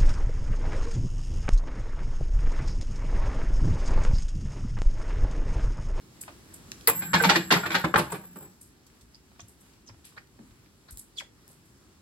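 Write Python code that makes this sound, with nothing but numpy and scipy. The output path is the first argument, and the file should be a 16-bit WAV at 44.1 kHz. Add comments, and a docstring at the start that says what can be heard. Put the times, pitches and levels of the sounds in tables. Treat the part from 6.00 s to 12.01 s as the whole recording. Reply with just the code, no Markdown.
"""Over a quiet outdoor rumble, coins clink in a hand. Then a few are tossed into a large wooden
offering box close by. They clash on the slats, tumble down the boards and land inside, while the
hollow box booms and the spinning coins ring. Once they have settled, coins clink in the hand again,
shoes step and scuff on the sandy paving, and near the end a rubber sole squeaks."""
import sys
import numpy as np
from scipy import signal
from scipy.fft import rfft, irfft, next_fast_len
from scipy.io import wavfile
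from scipy.ndimage import uniform_filter1d

SR = 44100
rng = np.random.default_rng(int(sys.argv[2]) if len(sys.argv) > 2 else 0)


def log_audio(samples):
    """Write samples as a 16-bit WAV file to the path given in sys.argv[1]."""
    # one column per channel
    frames = np.atleast_2d(samples).T
    # limit to full scale, then quantise
    limited = np.clip(frames, -1, 1)
    pcm = np.round(limited * 32767).astype(np.int16)
    wavfile.write(sys.argv[1], SR, pcm)


N = 265085
TIME = np.arange(N) / SR
BANDS = 40 * 2 ** (np.arange(19) / 2)  # centres in Hz, half an octave apart

# A "fade time" (t60) is the time a sound takes to drop by 60 dB.
# A coin lands. Each row: start in seconds, knock in dB, seconds from rim touch to flat slap, rim touch
# in dB above the slap, hardness in dB, coin ring in dB, the board's note in Hz, its dB above the knock,
# its fade time in seconds, the surface hit.
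LANDINGS = [(0.873, -26, 0.005, 2.5, -3, -33.5, 2020, -4.5, 0.025, "slat"),
            (.883, -29, 0.0044, -2.5, -2.5, -60.5, 1025, -1, 0.058, "chute"),
            (.897, -35, 0.0014, -9, -2.5, -42.5, 1380, -5.5, 0.018, "slat"),
            (1.01, -39, 0.011, -2.5, 0.5, -60, 1568, -1.5, 0.048, "chute"),
            (1.132, -18.5, 0.0068, -1.5, 2.5, -47, 1367, -7, 0.01, "chute"),
            (1.156, -27, 0.0046, 1.5, -8.5, -57.5, 1690, 1, 0.03, "chute"),
            (1.2007, -30.5, .003, 3, -8.5, -59, 1554, 1.5, 0.046, "chute"),
            (1.22, -35.5, 0.0025, -7, -4.5, -40, 463, -6.5, 0.13, "slat"),
            (1.236, -21.5, 0.0073, 4.5, 4.5, -57, 891, -7, 0.029, "chute"),
            (1.291, -19.5, .0045, 0.5, 9, -56, 1437, -6.5, 0.018, "chute"),
            (1.31, -29, 0.0044, 0, -2, -58.5, 1606, 2, .025, "chute"),
            (1.351, -23.5, 0.0062, -5, 6.5, -49, 1854, -2.5, 0.028, "floor"),
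            (1.505, -20, 0.004, 0, 3.5, -55.5, 1502, -5.5, 0.022, "chute"),
            (1.517, -23.5, 0.0037, -1.5, 11, -39, 1037, -5.5, 0.047, "floor"),
            (1.531, -28, 0.0062, 0, 8, -51, 2010, -2.5, 0.014, "floor"),
            (1.561, -29, .006, 3.5, -7.5, -61, 1060, -4, 0.015, "chute"),
            (1.631, -35, 0.0041, -2, -7, -64, 1436, -2, 0.078, "chute"),
            (1.655, -31, 0.0053, 1.5, -2, -67, 1740, -3, 0.042, "chute"),
            (1.704, -33.5, .012, 5.5, 5, -44, 1503, -6, 0.03, "chute"),
            (1.744, -23, 0.0053, 1.5, 4, -59.5, 1518, -3.5, 0.031, "chute"),
            (1.84, -24.5, .004, -3, -7.5, -62.5, 1227, -3, 0.0077, "floor"),
            (1.94, -21.5, .0012, -5.5, -13, -65, 1300, 1, 0.0063, "edge"),
            (1.9566, -18.5, .0015, -5.5, -7, -65.5, 1330, -2, 0.007, "edge"),
            (1.97, -30, 0.0077, -6, -5.5, -52, 1110, 1.5, 0.012, "coins"),
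            (1.984, -31, 0.007, 2.5, 5, -64, 1130, -6, 0.015, "edge"),
            (2.097, -50, .004, 3, -1, -53.5, 950, 0, 0.029, "chute"),
            (2.117, -38.5, 0.0035, -6, -5, -68, 915, -8.5, 0.026, "coins"),
            (2.136, -38, 0.0079, -1.5, -7.5, -58.5, 1550, -16, 0.044, "chute"),
            (2.234, -55.5, 0.0033, -16, -8, -58.5, 950, -4.5, .06, "coins"),
            (2.353, -49, 0.004, -25, -12, -54, 973, -14, 0.074, "coins"),
            (2.407, -55, 0.018, 7, -10, -56.5, 802, -21, 0.094, "coins")]
# Each row: the five ringing pitches of one coin in Hz, mostly in close pairs.
COIN_HZ = [(7530, 7690, 11290, 12745, 12930), (7600, 8000, 11500, 12960, 13400),
           (7580, 7865, 11850, 13400, 12950)]


def coin_strikes(box_echoes, size=4096):
    """Each touch of a coin makes a short burst and rings the boards; part of it echoes in the box."""
    # Tone of a usual touch. 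Each row: pitch in Hz, relative level in dB.
    touch_tone = [(55, -24.5), (75, -9), (120, -4.5), (170, -4.5), (230, -8.5), (330, 0.5), (600, -6.5),
                  (1000, 0.5), (1500, -3.5), (2500, -9), (4000, -8.5), (6000, -18.5), (9000, -28.5),
                  (12000, -16), (15500, -38)]
    # Each named surface: thump and metal tick in dB above the knock, dB lost per bounce,
    # level sent into the box in dB.
    surfaces = {"slat": (-9, 24.5, 4, -5), "chute": (-3.5, -7, 4.5, -0.5), "floor": (3, -1.5, 5.5, -2.5),
                "edge": (-1, -5, 6, -2.5), "coins": (5.9, 21, 3.1, 0.88)}
    colour_hz = [300, 1300, 4500, 11000, 15000]  # centres of the thump, knock, crack, tick and top
    # Notes of the struck board. Each row: multiple of its pitch, level in dB.
    board_notes = [(0.998, 1), (1.3, -8), (2.4, -15)]
    plank_pitches = [885, 1015, 1165, 1405, 1530, 1690, 1840, 2020, 2255, 2480, 2840]  # notes of the chute's planks in Hz
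    plank_levels = [-13.5, -18, -16, -16, -12.5, -12, -11.5, -14, -14, -17, -21.5]  # their levels in dB above the knock
    out, t = np.zeros((2, N)), np.arange(size) / SR
    bands = BANDS[1:]
    usual = undb(at_hz(touch_tone, bands)) * np.sqrt(bands)
    usual = usual / np.linalg.norm(usual[(bands > 700) & (bands < 2400)])
    burst_db, touch_gain = -2.5, np.sqrt(.01 * SR / size)
    # low sounds swell and die more slowly than high ones
    shapes = np.array([[rise(t, .006 + 1 / hz) * fade(t, .034 + 6 / hz)] for hz in bands])
    grain = np.array([band(hz, 10 * size) for hz in bands])
    for landing, echo in zip(LANDINGS, box_echoes):
        start, knock_db, gap, rim_db, hard_db, _, board_hz, board_db, board_t60, surface = landing
        thump_db, tick_db, loss_db, box_db = surfaces[surface]
        tick_db = tick_db + .54 * hard_db
        top_db = tick_db + 1.2 * min(tick_db - 23, 0)  # only the hardest ticks reach the very top
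        slap_db = knock_db + np.array([thump_db, 0, hard_db, tick_db, top_db])
        # the planks' pitch and strength vary from spot to spot
        count = len(plank_pitches)
        plank_hz = np.array(plank_pitches)[:, None] * (1 + .025 * rng.standard_normal((count, 1)))
        planks = np.sin(2 * np.pi * (plank_hz * t + rng.random((2, count, 1))))
        planks = unit(planks * fade(t, t60=.045) * rise(t, 1 / plank_hz) ** 2)
        plank_db = np.array(plank_levels) + 3 * (rng.standard_normal(count) - .5)
        clatter = np.zeros((2, N))
        for delay, change_db in bounces(gap, rim_db, loss_db):
            colour = list(zip(colour_hz, slap_db + change_db))
            i = rng.integers(grain.shape[2] - size)
            bursts = unit(grain[:, :, i:i + size] * shapes)
            hit = np.tensordot(usual * undb(burst_db + at_hz(colour, bands)), bursts, 1)
            hit = hit + undb(plank_db + at_hz(colour, plank_hz[:, 0])) @ planks
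            for multiple, db in board_notes:
                hz = multiple * board_hz
                note = np.sin(2 * np.pi * (hz * t + rng.random((2, 1))))
                note = unit(note * fade(t, board_t60) * rise(t, 1 / hz))
                hit = hit + undb(board_db + db + at_hz(colour, hz)) * note
            add(clatter, delay, hit * touch_gain)
        clatter = clatter[:, :2 * size]
        add(out, start, clatter)
        add(out, start, undb(box_db) * signal.fftconvolve(clatter, echo, axes=1))
    return out


def bounces(gap, rim_db, loss_db, time_share=.82):
    """The rim touches, the face slaps down, then ever quicker and weaker bounces follow."""
    # Changes in dB to the thump, knock, crack, tick and top: for the rim touch, and for each bounce.
    rim_colour = [-4.5, -3.5, -8.5, -1, 8.5]
    bounce_colour = [1.5, 0.5, 0, -2.5, -5]
    touches, delay = [(0, rim_db + np.array(rim_colour))], gap
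    for k in range(4):
        touches.append((delay, k * (np.array(bounce_colour) - loss_db)))
        delay = delay + gap * time_share ** (k + 1)
    return touches


def hollow_box(size=24576):
    """The boards and the air inside ring on after a blow: one slightly different echo per landing."""
    # Dense ringing of the box. Each row: pitch in Hz, dB above the touch, fade time in seconds.
    ringing = [(40, -19, .3), (64.97, -10, 0.77), (119, -1.5, 0.26), (165, -0.5, 0.46), (235, -11.5, 0.54),
               (330, 4, .17), (415, 0, 0.2), (640, -2, 0.26), (1160, -11.5, 0.35), (2680, -2.5, 0.25),
               (7100, -5.5, 0.27), (12000, -4, 0.23), (15000, -15.5, .09)]
    note_hz = [70, 160, 173, 186, 326, 458, 615, 815, 886, 1134, 1243, 1426, 1549, 1682, 1840, 2469, 3579]  # the box's strongest notes
    note_db = [6, 6.5, 12.5, 5.5, 6, -1, 6, 4, 4.5, -3, -1.5, -4.5, 1.5, 0, -4, 8.5, -1]  # their levels above the touch
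    note_t60 = [0.7, 0.57, 0.097, 0.2, 0.89, 0.47, 0.25, 0.14, 0.2, 0.055, 0.2, 0.36, 0.28, 0.46, 0.34,
                0.16, 0.2]  # their fade times in seconds
    t = np.arange(size) / SR
    shapes = np.array([[fade(t, at_hz(ringing, hz, column=2)) * rise(t, .0018)] for hz in BANDS])
    gains = undb(at_hz(ringing, BANDS)) * np.sqrt(BANDS * np.log(2) / SR / size)
    shapes = unit(shapes) * gains[:, None, None]
    grain = np.array([band(hz, 4 * size) for hz in BANDS])
    note_fades = np.array([undb(db) * 2 * np.log(1000) / (t60 * SR) * fade(t, t60)
                           for db, t60 in zip(note_db, note_t60)])
    pitches = np.array(note_hz)[:, None]
    echoes = []
    for _ in LANDINGS:
        i = rng.integers(3 * size)
        boards = (grain[:, :, i:i + size] * shapes).sum(0)
        # the deep boom keeps its pitch and strength at every spot
        strength, detune = rng.standard_normal((2, len(note_hz), 1)) * (pitches > 350)
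        notes = undb(1.5 * strength) * note_fades * np.sin(2 * np.pi * pitches * (1 + .006 * detune) * t)
        echoes.append(boards + rng.choice([-1, 1], (2, len(note_hz))) @ notes)
    return echoes


def coin_rings(size=32768, usual_spin_hz=29.5, blur=.2):
    """A bouncing coin rings, blurred by rattling, and throbs as its faces spin past."""
    # A coin's five notes. Each row: relative level in dB, fade time in seconds before damping.
    notes = [(-2.5, 0.6), (0.5, 0.66), (-9.5, 0.3), (10, 0.8), (0.5, .5)]
    sustain = [.85, .5, .33]  # share of that time per coin: the heap damps the later ones
    low_note_db = [-8, 3, 2]  # each coin's level change for notes under 10000 Hz
    next_coin_times = [2.3, 2.4]  # seconds at which the second and third coins take over
    out, t = np.zeros((2, N)), np.arange(size) / SR
    for start, _, gap, _, _, ring_db, *_ in LANDINGS:
        coin = np.searchsorted(next_coin_times, start)
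        spin_hz = usual_spin_hz * np.exp(rng.standard_normal())
        rattle = noise(lambda f: 1 / (1 + (f / 65) ** 2), size)
        for hz, (db, t60) in zip(COIN_HZ[coin], notes):
            phase = rng.uniform(0, 2 * np.pi, (2, 2, 1))
            throb = 1 + np.cos(2 * np.pi * spin_hz * t + phase[0])
            tone = np.sin(2 * np.pi * (hz + 20 * rng.standard_normal()) * t + phase[1])
            flutter = np.sqrt(1 - blur) + np.sqrt(blur) * np.roll(rattle, rng.integers(size), axis=1)
            gain = undb(db + ring_db + low_note_db[coin] * (hz < 10000))
            shape = fade(t, t60 * sustain[coin]) * rise(t, .0016)
            add(out, start + gap, gain * tone * flutter * throb * shape)
    return out


def after_rings(size=16384):
    """A square hit leaves one note of a slat, a panel or the coin ringing."""
    # Each row: start in seconds, level in dB, pitch in Hz, fade time in seconds.
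    notes = [(.879, -18, 461, 0.12), (.9, -43.5, 15040, .2), (1.2, -14, 1560, 0.077), (1.21, -25, 466, 0.3),
             (1.296, -23.5, 818, 0.27), (1.843, -16, 168, 0.1), (1.95, -37.5, 70.7, .75)]
    out, t = np.zeros((2, N)), np.arange(size) / SR
    for start, db, hz, t60 in notes:
        phase = 2 * np.pi * hz * t
        tone = np.array([np.sin(phase), np.cos(phase)])
        add(out, start, undb(db) * tone * fade(t, t60) * rise(t, .002))
    return out


def rim_clicks():
    """A coin's rim clicks hard against a slat or another coin."""
    # Each row: start in seconds, level in dB, pitch in Hz, fade time in seconds.
    clicks = [(.8728, -19.5, 4454, .035), (.8748, -7, 10950, .008), (.8822, -7, 14360, .008),
              (.8985, -9, 12300, .012), (2.119, -33, 8300, .03)]
    return bumps(clicks, sharpness=5)


def coin_rolling():
    """A rim rolls over the wood grain: the box hums, the board purrs and the coin shimmers."""
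    # How much the coins move in the box. Each row: time in seconds, relative level in dB.
    tumble = [(.88, -22.5), (1.02, 0), (1.2, 4.5), (1.46, -4.5), (1.58, -2), (1.8, -10.5), (2.151, -24),
              (2.5, -45)]
    # Runs along a board. Each row: start in seconds, length in seconds, hum level in dB.
    rolls = [(1.06, 0.26, -41.5), (1.136, 0.042, -31), (1.256, 0.049, -23), (1.31, 0.12, -36.5),
             (1.512, 0.085, -25.5), (1.792, 0.25, -47)]
    times, db = np.transpose(tumble)
    motion = np.interp(TIME, np.r_[times[0] - .01, times, times[-1] + .05], np.r_[0, undb(db), 0])
    hum_level = undb(-43) * motion ** .38  # dies down more slowly than the shimmer
    for start, length, roll_db in rolls:
        hum_level = hum_level + undb(roll_db) * np.sin(np.pi * np.clip((TIME - start) / length, 0, 1))
    low, low_twin, middle, high, high_twin = COIN_HZ[0]
    shimmer = undb(-50) * (resonance(high, 50) + resonance(high_twin, 80) / 2)
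    shimmer += undb(-55.5) * resonance(middle, 50)
    shimmer += undb(-50) * (resonance(low, 70) + resonance(low_twin, 80))
    hum = hum_level * resonance(hz=178, width_hz=32)
    purr = undb(-29.5) * np.sqrt(hum_level * motion) * resonance(hz=1606, width_hz=380)
    return hum + purr + motion * shimmer


def hand_clinks(size=16384):
    """Coins slide over each other in a palm: bright, gritty and quickly damped."""
    # Each row: start in seconds, level in dB, fade time in seconds.
    clinks = [(0.209, -28, 0.069), (0.534, -42, 0.13), (2.608, -47.5, 0.22), (3.479, -49, 0.14),
              (3.6, -56.5, 0.13), (4.045, -52.5, 0.27), (4.902, -47.5, 0.25), (4.977, -40.5, 0.16),
              (5.482, -54.5, 0.27), (5.65, -61, 0.15)]
    # Their tone. Each row: pitch in Hz, relative level in dB.
    colour = [(1500, -18), (5000, 6.5), (6500, 10.5), (8500, 20), (11500, 18), (15500, 3.5)]
    out, t = np.zeros((2, N)), np.arange(size) / SR
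    for start, db, t60 in clinks:
        grains = graininess(size, depth_db=3.5, grain_samples=150)
        hiss = noise(lambda f: undb(at_hz(colour, f)), size)
        add(out, start, undb(db) * hiss * grains * np.minimum(t / .01, 1) * fade(t, t60))
    return out


def dry_taps():
    """Small dry taps sound before and after the toss."""
    # Each row: start in seconds, level in dB, pitch in Hz, fade time in seconds.
    taps = [(.235, -39.5, 1510, 0.02), (.278, -39.5, 870, 0.11), (.718, -16.5, 3250, 0.0046),
            (.81, -38.5, 3956, 0.011), (2.866, -53, 5850, 0.061), (3.01, -54.5, 5480, 0.098),
            (3.315, -53, 890, 0.027), (3.36, -51.5, 897, 0.023), (3.394, -41.5, 1102, 0.038),
            (3.893, -48, 994, 0.076), (3.943, -57, 1110, 0.036), (3.994, -54, 1200, 0.012),
            (4.044, -53.5, 3150, 0.33), (4.389, -43, 586, 0.022), (4.973, -28, 10550, 0.0053),
            (5.479, -37, 10960, 0.0052)]
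    return bumps(taps, sharpness=.54)


def footsteps():
    """Shoes land on the paving with soft, low thuds."""
    # Each row: start in seconds, level in dB, pitch in Hz, fade time in seconds.
    steps = [(3.02, -48, 70.5, 0.2), (3.42, -44.5, 85.3, 0.15), (3.9, -43, 74.3, 0.17),
             (4.39, -45.5, 201.4, 0.26), (4.5, -36.5, 64.1, 0.1), (4.92, -38.5, 65.4, 0.18)]
    return bumps(steps, sharpness=1.25)


def sole_scuffs(upper_offset_hz=2770):
    """A sole drags over sand: two bands of grainy rubbing noise glide in pitch."""
    # Each row: start in seconds, length in seconds, first and last pitch in Hz, level in dB,
    # upper band in dB above that level.
    scuffs = [(3.13, 0.041, 4750, 4990, -53.5, -29), (3.386, 0.045, 2400, 4770, -54.5, 4),
              (3.858, 0.047, 4200, 2034, -69.5, 20), (4.157, 0.042, 848, 3024, -45, -8.5),
              (4.875, 0.041, 1210, 1840, -53, -0.5), (5.194, 0.03, 2888, 1424, -42.5, -17),
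              (5.39, 0.013, 700, 279, -64, -21), (5.429, 0.011, 590, 280, -76, -25),
              (5.501, 0.0098, 900, 259.6, -57, -25), (5.525, 0.012, 603, 280, -68, -25)]
    out = np.zeros((2, N))
    for start, length, from_hz, to_hz, db, upper_db in scuffs:
        size = int(length * SR)
        glide = np.geomspace(from_hz, to_hz, size)
        for hz, band_db in (glide, db), (glide + upper_offset_hz, db + upper_db):
            rough = noise(lambda f: 1 / np.hypot(1, f / 190) / np.hypot(1, 2 * f / hz.mean()), size)
            grains = graininess(size, depth_db=4, grain_samples=110)
            tone = np.sin(2 * np.pi * np.cumsum(hz) / SR)
            add(out, start, undb(band_db) * unit(grains * rough * tone) * np.hanning(size))
    return out


def sole_squeak(wobble_hz=110, octave_db=-14, rub_db=-13.5):
    """Rubber sticks and slips: an unsteady falling tone and its octave, over the hiss of rubbing."""
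    # Each row: time in seconds, pitch in Hz, level in dB.
    glide = [(5.158, 4990, -66), (5.171, 4484, -51), (5.177, 3475, -45), (5.187, 3357, -29.5),
             (5.197, 3111, -42.5), (5.204, 2160, -42), (5.212, 1050, -51), (5.228, 509, -52.5)]
    times, hz, db = np.transpose(glide)
    out, t = np.zeros((2, N)), np.arange(times[0], times[-1], 1 / SR)
    wobble = noise(lambda f: 1 / np.hypot(1, (f / 600) ** 2), len(t))
    phase = 2 * np.pi * np.cumsum(np.interp(t, times, hz) + wobble_hz * wobble, axis=1) / SR
    rub = noise(lambda f: 1 / np.hypot(1, f / 4500 - 4500 / f) ** 2, len(t)) * np.hanning(len(t))
    tone = np.sqrt(2) * (np.sin(phase) + undb(octave_db) * np.sin(2 * phase))
    add(out, times[0], undb(np.interp(t, times, db)) * tone + undb(db.max() + rub_db) * rub)
    return out


def sand_crunch(count=70):
    """Sand grains of many sizes crunch faintly under shifting feet."""
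    grains = []
    for when, smallness, pitch in rng.random((count, 3)):
        db = -69.5 + 5 * np.sqrt(-2 * np.log(smallness))
        hz = 1500 * 4 ** (2 * pitch - 1)
        grains.append((N / SR * when, db, hz, .03))
    return bumps(grains, sharpness=.97, size=2048)


def yard_echo(size=22050, level_db=-8):
    """A timber hall and the paving throw back a short echo."""
    tail = rng.standard_normal((2, size)) * fade(np.arange(size) / SR, t60=.21)
    return undb(level_db) * unit(tail) / np.sqrt(size)


def outdoor_air(rustle_db=1.4):
    """Distant rumble and hiss: every band wavers a little, and the hiss swells and sinks as a whole."""
    # Its tone. Each row: pitch in Hz, relative level in dB.
    colour = [(30, -14), (60, 2.5), (130, -1.5), (300, -2.5), (550, -17), (1100, -15.5), (2200, -19),
              (3500, -22), (4500, -17), (5800, -23), (8000, -24), (12000, -24), (15500, -31)]
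    # Its loudness. Each row: time in seconds, level in dB.
    levels = [(0, -54.5), (.8, -50.5), (2.6, -57.5), (4.4, -58), (6, -58.5)]
    out, rustle = 0, wander(count=70)
    for hz in BANDS:
        waver_db = wander(count=60) + rustle_db * rustle * min(hz / 1000, 1)
        hiss = band(hz, next_fast_len(N))[:, :N]
        out = out + hiss * np.sqrt(hz) * undb(at_hz(colour, hz) + waver_db)
    return unit(out) * undb(np.interp(TIME, *np.transpose(levels)))


def bumps(rows, sharpness, size=16384):
    """Dead knocks: noise around one pitch that dies quickly."""
    out, t = np.zeros((2, N)), np.arange(size) / SR
    for start, db, hz, t60 in rows:
        body = noise(lambda f: 1 / (1 + (sharpness * (f / hz - hz / f)) ** 2), size)
        add(out, start, undb(db) * body * rise(t, 1 / hz) * fade(t, t60))
    return out


def resonance(hz, width_hz):
    """Noise ringing at one pitch; steady contact evens out its swells."""
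    ring = noise(lambda f: 1 / (1 + (2 * (f - hz) / width_hz) ** 2), next_fast_len(N))[:, :N]
    power = uniform_filter1d(ring ** 2, size=int(SR / width_hz), axis=1)
    return ring / np.sqrt(power + .1)


def noise(gain, size):
    """Noise shaped by gain(Hz), in two channels: mid (what both ears share) and side (how they differ)."""
    hz = np.fft.rfftfreq(size, 1 / SR) + 1e-3
    return unit(irfft(rfft(rng.standard_normal((2, size))) * gain(hz), size))


def band(hz, size):
    """Noise within half an octave of a pitch."""
    return noise(lambda f: np.sqrt(np.maximum(1 - 2 * abs(np.log2(f / hz)), 1e-12)), size)


def graininess(size, depth_db, grain_samples):
    """A fast random flicker in loudness."""
    return undb(depth_db * unit(uniform_filter1d(rng.standard_normal(size), size=grain_samples)))


def wander(count):
    """Random levels joined by straight lines."""
    return np.interp(TIME, np.linspace(0, N / SR, count), rng.standard_normal(count))


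def undb(db):
    """Turn decibels into a multiplier."""
    return 10 ** (np.asarray(db) / 20)


def at_hz(table, hz, column=1):
    """Read a table between its rows, with octaves evenly spaced."""
    table = np.array(table, float)
    return np.interp(np.log(hz + 1e-9), np.log(table[:, 0]), table[:, column])


def rise(t, seconds):
    """Swell from 0 towards 1."""
    return 1 - np.exp(-t / seconds)


def fade(t, t60):
    """Die away by 60 dB every t60 seconds."""
    return np.exp(-np.log(1000) * t / t60)


def unit(x):
    """Scale each channel to an average power of 1."""
    return x / np.sqrt(np.mean(x ** 2, axis=-1, keepdims=True))


def add(out, start, x):
    """Mix a sound in at a start time in seconds."""
    i = max(int(start * SR), 0)
    out[:, i:i + x.shape[1]] += x[:, :N - i]


def with_echo(x, echo):
    """The direct sound plus its echo."""
    return x + signal.fftconvolve(x, echo, axes=1)[:, :N]


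def stereo(pair, bass_width_db):
    """Share the power between mid and side by pitch, then form left and right."""
    # Width heard by two microphone openings. Each row: pitch in Hz, side in dB above mid.
    width = [(120, -12), (280, -10), (550, -3.5), (1100, -4), (2100, 2.5), (4200, -3), (6500, 6),
             (8000, -17), (9800, 17.5), (11300, -15), (12900, 14), (14700, 3), (15600, 2)]
    hz = np.fft.rfftfreq(N, 1 / SR)
    ratio = undb(at_hz(width, hz) + bass_width_db / (1 + (hz / 900) ** 2))
    shares = np.array([np.ones_like(ratio), ratio]) / np.sqrt(1 + ratio ** 2)
    mid, side = irfft(rfft(pair) * shares, N)
    return np.array([mid + side, mid - side])


def scene():
    """Coins in the box, small sounds of hands and feet, and open air."""
    box_echoes = hollow_box()
    coins = coin_strikes(box_echoes) + with_echo(coin_rings(), undb(-3.5) * box_echoes[0])
    coins = coins + after_rings() + rim_clicks() + coin_rolling()
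    small_sounds = hand_clinks() + dry_taps() + footsteps() + sole_scuffs() + sole_squeak() + sand_crunch()
    surroundings = with_echo(small_sounds, yard_echo()) + outdoor_air()
    # the bass of the nearby box is narrower than the surroundings
    return stereo(coins, bass_width_db=-5.5) + stereo(surroundings, bass_width_db=0)


def record(dry):
    """A phone rounds off the very loudest peaks and cuts the highest treble."""
    ceiling, top_hz = .95, 15900
    rounded = dry / (1 + (dry / ceiling) ** 4) ** (1 / 4)
    return signal.sosfilt(signal.ellip(8, .2, 70, top_hz, fs=SR, output="sos"), rounded)


dry = scene()
out = record(dry)
log_audio(out)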